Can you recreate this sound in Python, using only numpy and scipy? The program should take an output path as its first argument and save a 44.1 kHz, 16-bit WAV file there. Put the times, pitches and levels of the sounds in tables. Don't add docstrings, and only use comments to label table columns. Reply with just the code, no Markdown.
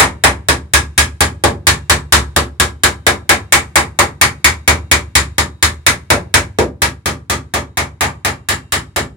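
import sys
import numpy as np
from scipy import signal
from scipy.fft import rfft, irfft
from scipy.io import wavfile

SR = 44100
rng = np.random.default_rng(int(sys.argv[2]) if len(sys.argv) > 2 else 0)


def output_pcm(signal):
    pcm = np.clip(np.atleast_2d(signal).T, -1, 1) * 32767
    wavfile.write(sys.argv[1], SR, np.round(pcm).astype(np.int16))


N = 403956

# start_s, force_db, glance (below 0 square on the rivet, 0 ordinary, 1 sunk into the wood)
BLOWS = [(0.0, 0.2, 0.03), (0.238, 0.5, 0.0099), (0.486, -1.3, 0.13), (0.736, 0.4, -0.25),
         (0.9784, 0, -0.34), (1.206, -0.7, 0.11), (1.438, -0.5, 0.62), (1.669, 1, -0.23),
         (1.897, 0.5, -0.025), (2.1235, 3.6, -0.16), (2.363, -2, 0.21), (2.599, -2, -0.054),
         (2.835, -0.7, -0.09), (3.0662, -1.1, 0.099), (3.2925, -0.1, -0.089), (3.5234, 0.5, -0.38),
         (3.7566, -1, -0.092), (3.9893, -1.5, 0.052), (4.2131, -1, -0.3), (4.444, -1.7, -0.38),
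         (4.677, -0.5, 0.045), (4.914, -0.7, -0.13), (5.153, -1, -0.25), (5.382, -4, 0.15),
         (5.6262, -2.5, -0.28), (5.865, -1.5, -0.29), (6.1029, -1.1, 0.26), (6.3403, -0.4, -0.16),
         (6.5864, -2.5, 0.9), (6.819, 2.3, -0.044), (7.058, 4, 0.24), (7.298, 5, 0.11), (7.538, 3, 0.19),
         (7.772, 2, -0.093), (8.0082, 5, -0.077), (8.248, 3.5, -0.058), (8.487, 4, -0.23),
         (8.7215, 4.5, -0.18), (8.9616, 4, 0.21)]

TOP_HZ = 15850
RING = 20000
AGE = np.arange(RING) / SR
FREQS = np.fft.rfftfreq(RING, 1 / SR)


def hammering(knock_width=0.56, clack_width=0.38, stray_octaves=0.11, count=70, memory=1.8):
    # freq_hz, ordinary_db, full_glance_db (added by a glance of 1)
    contact_points = [(90, 2, 0.5), (169, 2.5, 6), (302, -0.55, 8), (524, -1.27, 11), (750, -2.36, 6.5),
                      (1140, 2, -1), (1990, 2, -7.5), (5960, 2.5, -8.5), (12000, 2.5, -9)]
    # time_s, knock_db, clack_db
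    place_lift = [(0.24, 6, 6), (0.55, -2, -0.5), (2.8, 1, -2.5), (3.2, 6.5, 4.5), (4.0, 6, 3),
                  (4.7, 4, 2.5), (5.3, -5, -1), (6.1, 4.5, 1.5), (7.201, -3.5, -1), (7.9, 10, 3.5),
                  (8.6, 1, 0)]
    knock_base_hz, knock_drop_octaves, knock_glance_db, clack_hz = 773, 0.8, 3, 2060
    boom_share = 1.05

    times, force_db, glances = np.transpose(BLOWS)
    hz, ordinary_db, glance_db = np.transpose(contact_points)
    lift_s, knock_db, clack_db = np.transpose(place_lift)

    patch_hz = np.linspace(np.sqrt(knock_base_hz), np.sqrt(TOP_HZ), count) ** 2
    patches_db = 1.9 * wander(count, memory)
    patches_db[:, 0] = 0

    force = undb(force_db)[:, None, None]
    rings = force * planking() + force ** boom_share * hull_boom() + force * steel_ring()
    strays = stray_octaves * wander(1, memory)[:, 0]
    end_fade = np.minimum((1 - AGE / AGE[-1]) * 10, 1) ** 2

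    out = np.zeros((2, N + RING))
    for s, glance, stray, ring, patch_db in zip(times, glances, strays, rings, patches_db):
        contact_db = along(np.c_[hz, ordinary_db + glance * glance_db], FREQS)
        sunk = np.clip(glance, 0, 1)
        knock_hz = knock_base_hz * 2 ** (stray - knock_drop_octaves * sunk)
        knock_lift_db = np.interp(s, lift_s, knock_db) + knock_glance_db * sunk
        knock = knock_lift_db * resonance(knock_hz, knock_width * knock_hz)
        clack = np.interp(s, lift_s, clack_db) * resonance(clack_hz, clack_width * clack_hz)
        place_db = np.interp(FREQS, patch_hz, patch_db)
        sound = irfft(rfft(ring) * undb(contact_db + knock + clack + place_db))
        start = max(int(s * SR), 0)
        out[:, start:start + RING] += sound * end_fade
    return out[:, :N]


def planking(level_db=-2.0, steady=0.36, memory=2.7, crack_db=4, crack_s=0.0054, count=12):
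    places = np.array([dense_ring() for _ in range(count)])
    aim = wander(count, memory)
    aim /= np.linalg.norm(aim, axis=1, keepdims=True)
    shifting = np.tensordot(aim, places, 1)
    rings = np.sqrt(steady) * dense_ring() + np.sqrt(1 - steady) * shifting
    crack = undb(crack_db) * np.diff(rings, prepend=0) * np.exp(-AGE / crack_s)
    return undb(level_db) * (rings + crack)


def dense_ring(late_db=-34, late_stretch=3):
    # (per Hz, relative)
    wood = [(40, -30), (90, 0), (200, -4), (350, -3), (520, -2), (700, 1), (1450, -.5), (1750, 2),
            (2350, 1), (2700, -5.5), (5500, -8), (9000, -8), (11000, -15), (13000, -24), (16000, -22.5)]
    # freq_hz, t60_s
    decay = [(100, 0.54), (260, 0.35), (600, 0.23), (1700, 0.18), (3200, 0.16), (8000, 0.16), (14000, 0.14)]
    # freq_hz, width_hz, lift_db (above the ring)
    plank = [(258.3, 15, 7), (345.7, 77, 6.5), (448, 45, 3), (579, 22, 10), (807.5, 27, 7), (920, 34, 0.5),
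             (1006, 140, 5), (1200, 33, 6.5), (1330, 39, 4.5), (1648, 41, 7), (1767, 88, 3.5),
             (1954, 49, 4), (2227, 46, 5), (2335, 14, 3), (2496, 9.1, 2), (3780, 2200, 3.5), (7190, 87, 10),
             (8900, 40, -5)]
    # freq_hz, left_minus_right_db
    tilt = [(1200, 0.5), (2200, 1.5), (4000, 1), (7300, 4.5), (8400, 1), (9600, -9.5), (12000, -1.5),
            (15000, 1)]

    resonances_db = sum(db * resonance(hz, width) for hz, width, db in plank)
    colour = undb(along(wood, FREQS) + resonances_db)
    colour = colour / np.sqrt(np.mean(colour ** 2))
    uneven = undb(np.array([[1], [-1]]) * along(tilt, FREQS) / 2)
    noise = pair(FREQS, RING) * colour * uneven

    hz, t60 = np.transpose(decay)
    bands = [along(np.c_[hz, one], FREQS) for one in np.eye(len(hz))]
    fades = [np.hypot(dying(t), undb(late_db) * dying(t * late_stretch)) for t in t60]
    return sum(irfft(noise * band) * fade for band, fade in zip(bands, fades))


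def hull_boom(level_db=0, swell_s=0.0071, hold_s=0.082, scatter_db=4.3, memory=2):
    # freq_hz, level_db (before scatter), t60_s
    hull = [(57.75, -38, .5), (70.5, -24, 0.39), (77.93, -20, 0.4), (97.15, -25.5, 0.49),
            (116.9, -31.5, 0.39), (138.4, -35, 0.22), (147, -29.5, 0.43), (177, -31.5, 0.13),
            (203, -37, 0.2)]
    hz, db, t60 = np.transpose(hull)[:, :, None, None]
    lag = np.pi * np.arange(len(hull))[:, None, None] ** 2 / len(hull)
    swell = 1 - np.exp(-AGE / swell_s)
    rings = undb(db) * np.sin(2 * np.pi * hz * AGE - lag) * dying(t60, hold_s) * swell
    return np.tensordot(undb(level_db + scatter_db * wander(len(hull), memory)), rings, 1)


def steel_ring(t60_s=0.9, scatter_db=4, memory=1.2):
    # freq_hz, level_db (before scatter)
    steel = [(1540, -56.5), (2740, -58.5), (3120, -65), (3660, -62), (3830, -59.5), (4780, -66),
             (5870, -74)]
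    hz, db = np.transpose(steel)
    phase = rng.uniform(0, 2 * np.pi, (len(steel), 2, 1))
    rings = np.sin(2 * np.pi * hz[:, None, None] * AGE + phase) * dying(t60_s)
    return np.tensordot(undb(db + scatter_db * wander(len(steel), memory)), rings, 1)


def workshop_air(level_db=-54):
    # (per Hz, relative)
    air_colour = [(25, -2), (70, 2), (150, -3), (400, -14), (1000, -15), (1600, -18), (3400, -28),
                  (3850, -21), (4300, -31), (4800, -27), (5300, -33), (10000, -33), (15000, -43)]
    hz = np.fft.rfftfreq(N, 1 / SR)
    air = irfft(pair(hz, N) * undb(along(air_colour, hz)), N)
    return air / air.std() * undb(level_db)


def wander(count, memory):
    keep = np.exp(-1 / memory)
    steps = rng.standard_normal((len(BLOWS), count))
    steps[1:] *= np.sqrt(1 - keep ** 2)
    return signal.lfilter([1], [1, -keep], steps, axis=0)


def dying(t60, hold_s=0.015):
    held_age = np.hypot(AGE, hold_s) - hold_s
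    return np.exp(-np.log(1000) * held_age / t60)


def resonance(hz, width):
    return 1 / (1 + (2 * (FREQS - hz) / width) ** 2)


def pair(hz, size, apart_hz=560):
    mid, side = rfft(rng.standard_normal((2, size)))
    likeness = .98 / (1 + (hz / apart_hz) ** 3)
    shared = mid * np.sqrt(1 + likeness)
    opposed = np.array([[1], [-1]]) * side * np.sqrt(1 - likeness)
    return (shared + opposed) / np.sqrt(2)


def along(points, hz):
    f, value = np.transpose(points)
    return np.interp(np.log(hz + 1), np.log(f), value)


def undb(db):
    return 10 ** (np.asarray(db) / 20)


def scene():
    return hammering() + workshop_air()


def record(dry, gain_db=1.01, low_cut_hz=48, knee=3.5):
    # time_s, level_db
    fader = [(0, -2.5), (6.45, -2), (6.85, -6.5), (7.05, -10.5), (7.8, -10.5), (8.0, -10), (9.1, -10.5)]
    flattened = dry / (1 + np.abs(dry) ** knee) ** (1 / knee)
    fader_db = np.interp(np.arange(N) / SR, *np.transpose(fader))
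    faded = flattened * undb(gain_db + fader_db)
    low_cut = signal.butter(2, low_cut_hz, "high", fs=SR, output="sos")
    top_cut = signal.ellip(8, .05, 50, TOP_HZ, fs=SR, output="sos")
    limited = signal.sosfiltfilt(top_cut, signal.sosfilt(low_cut, faded))
    return np.clip(limited, -1, 1)


dry = scene()
out = record(dry)
output_pcm(out)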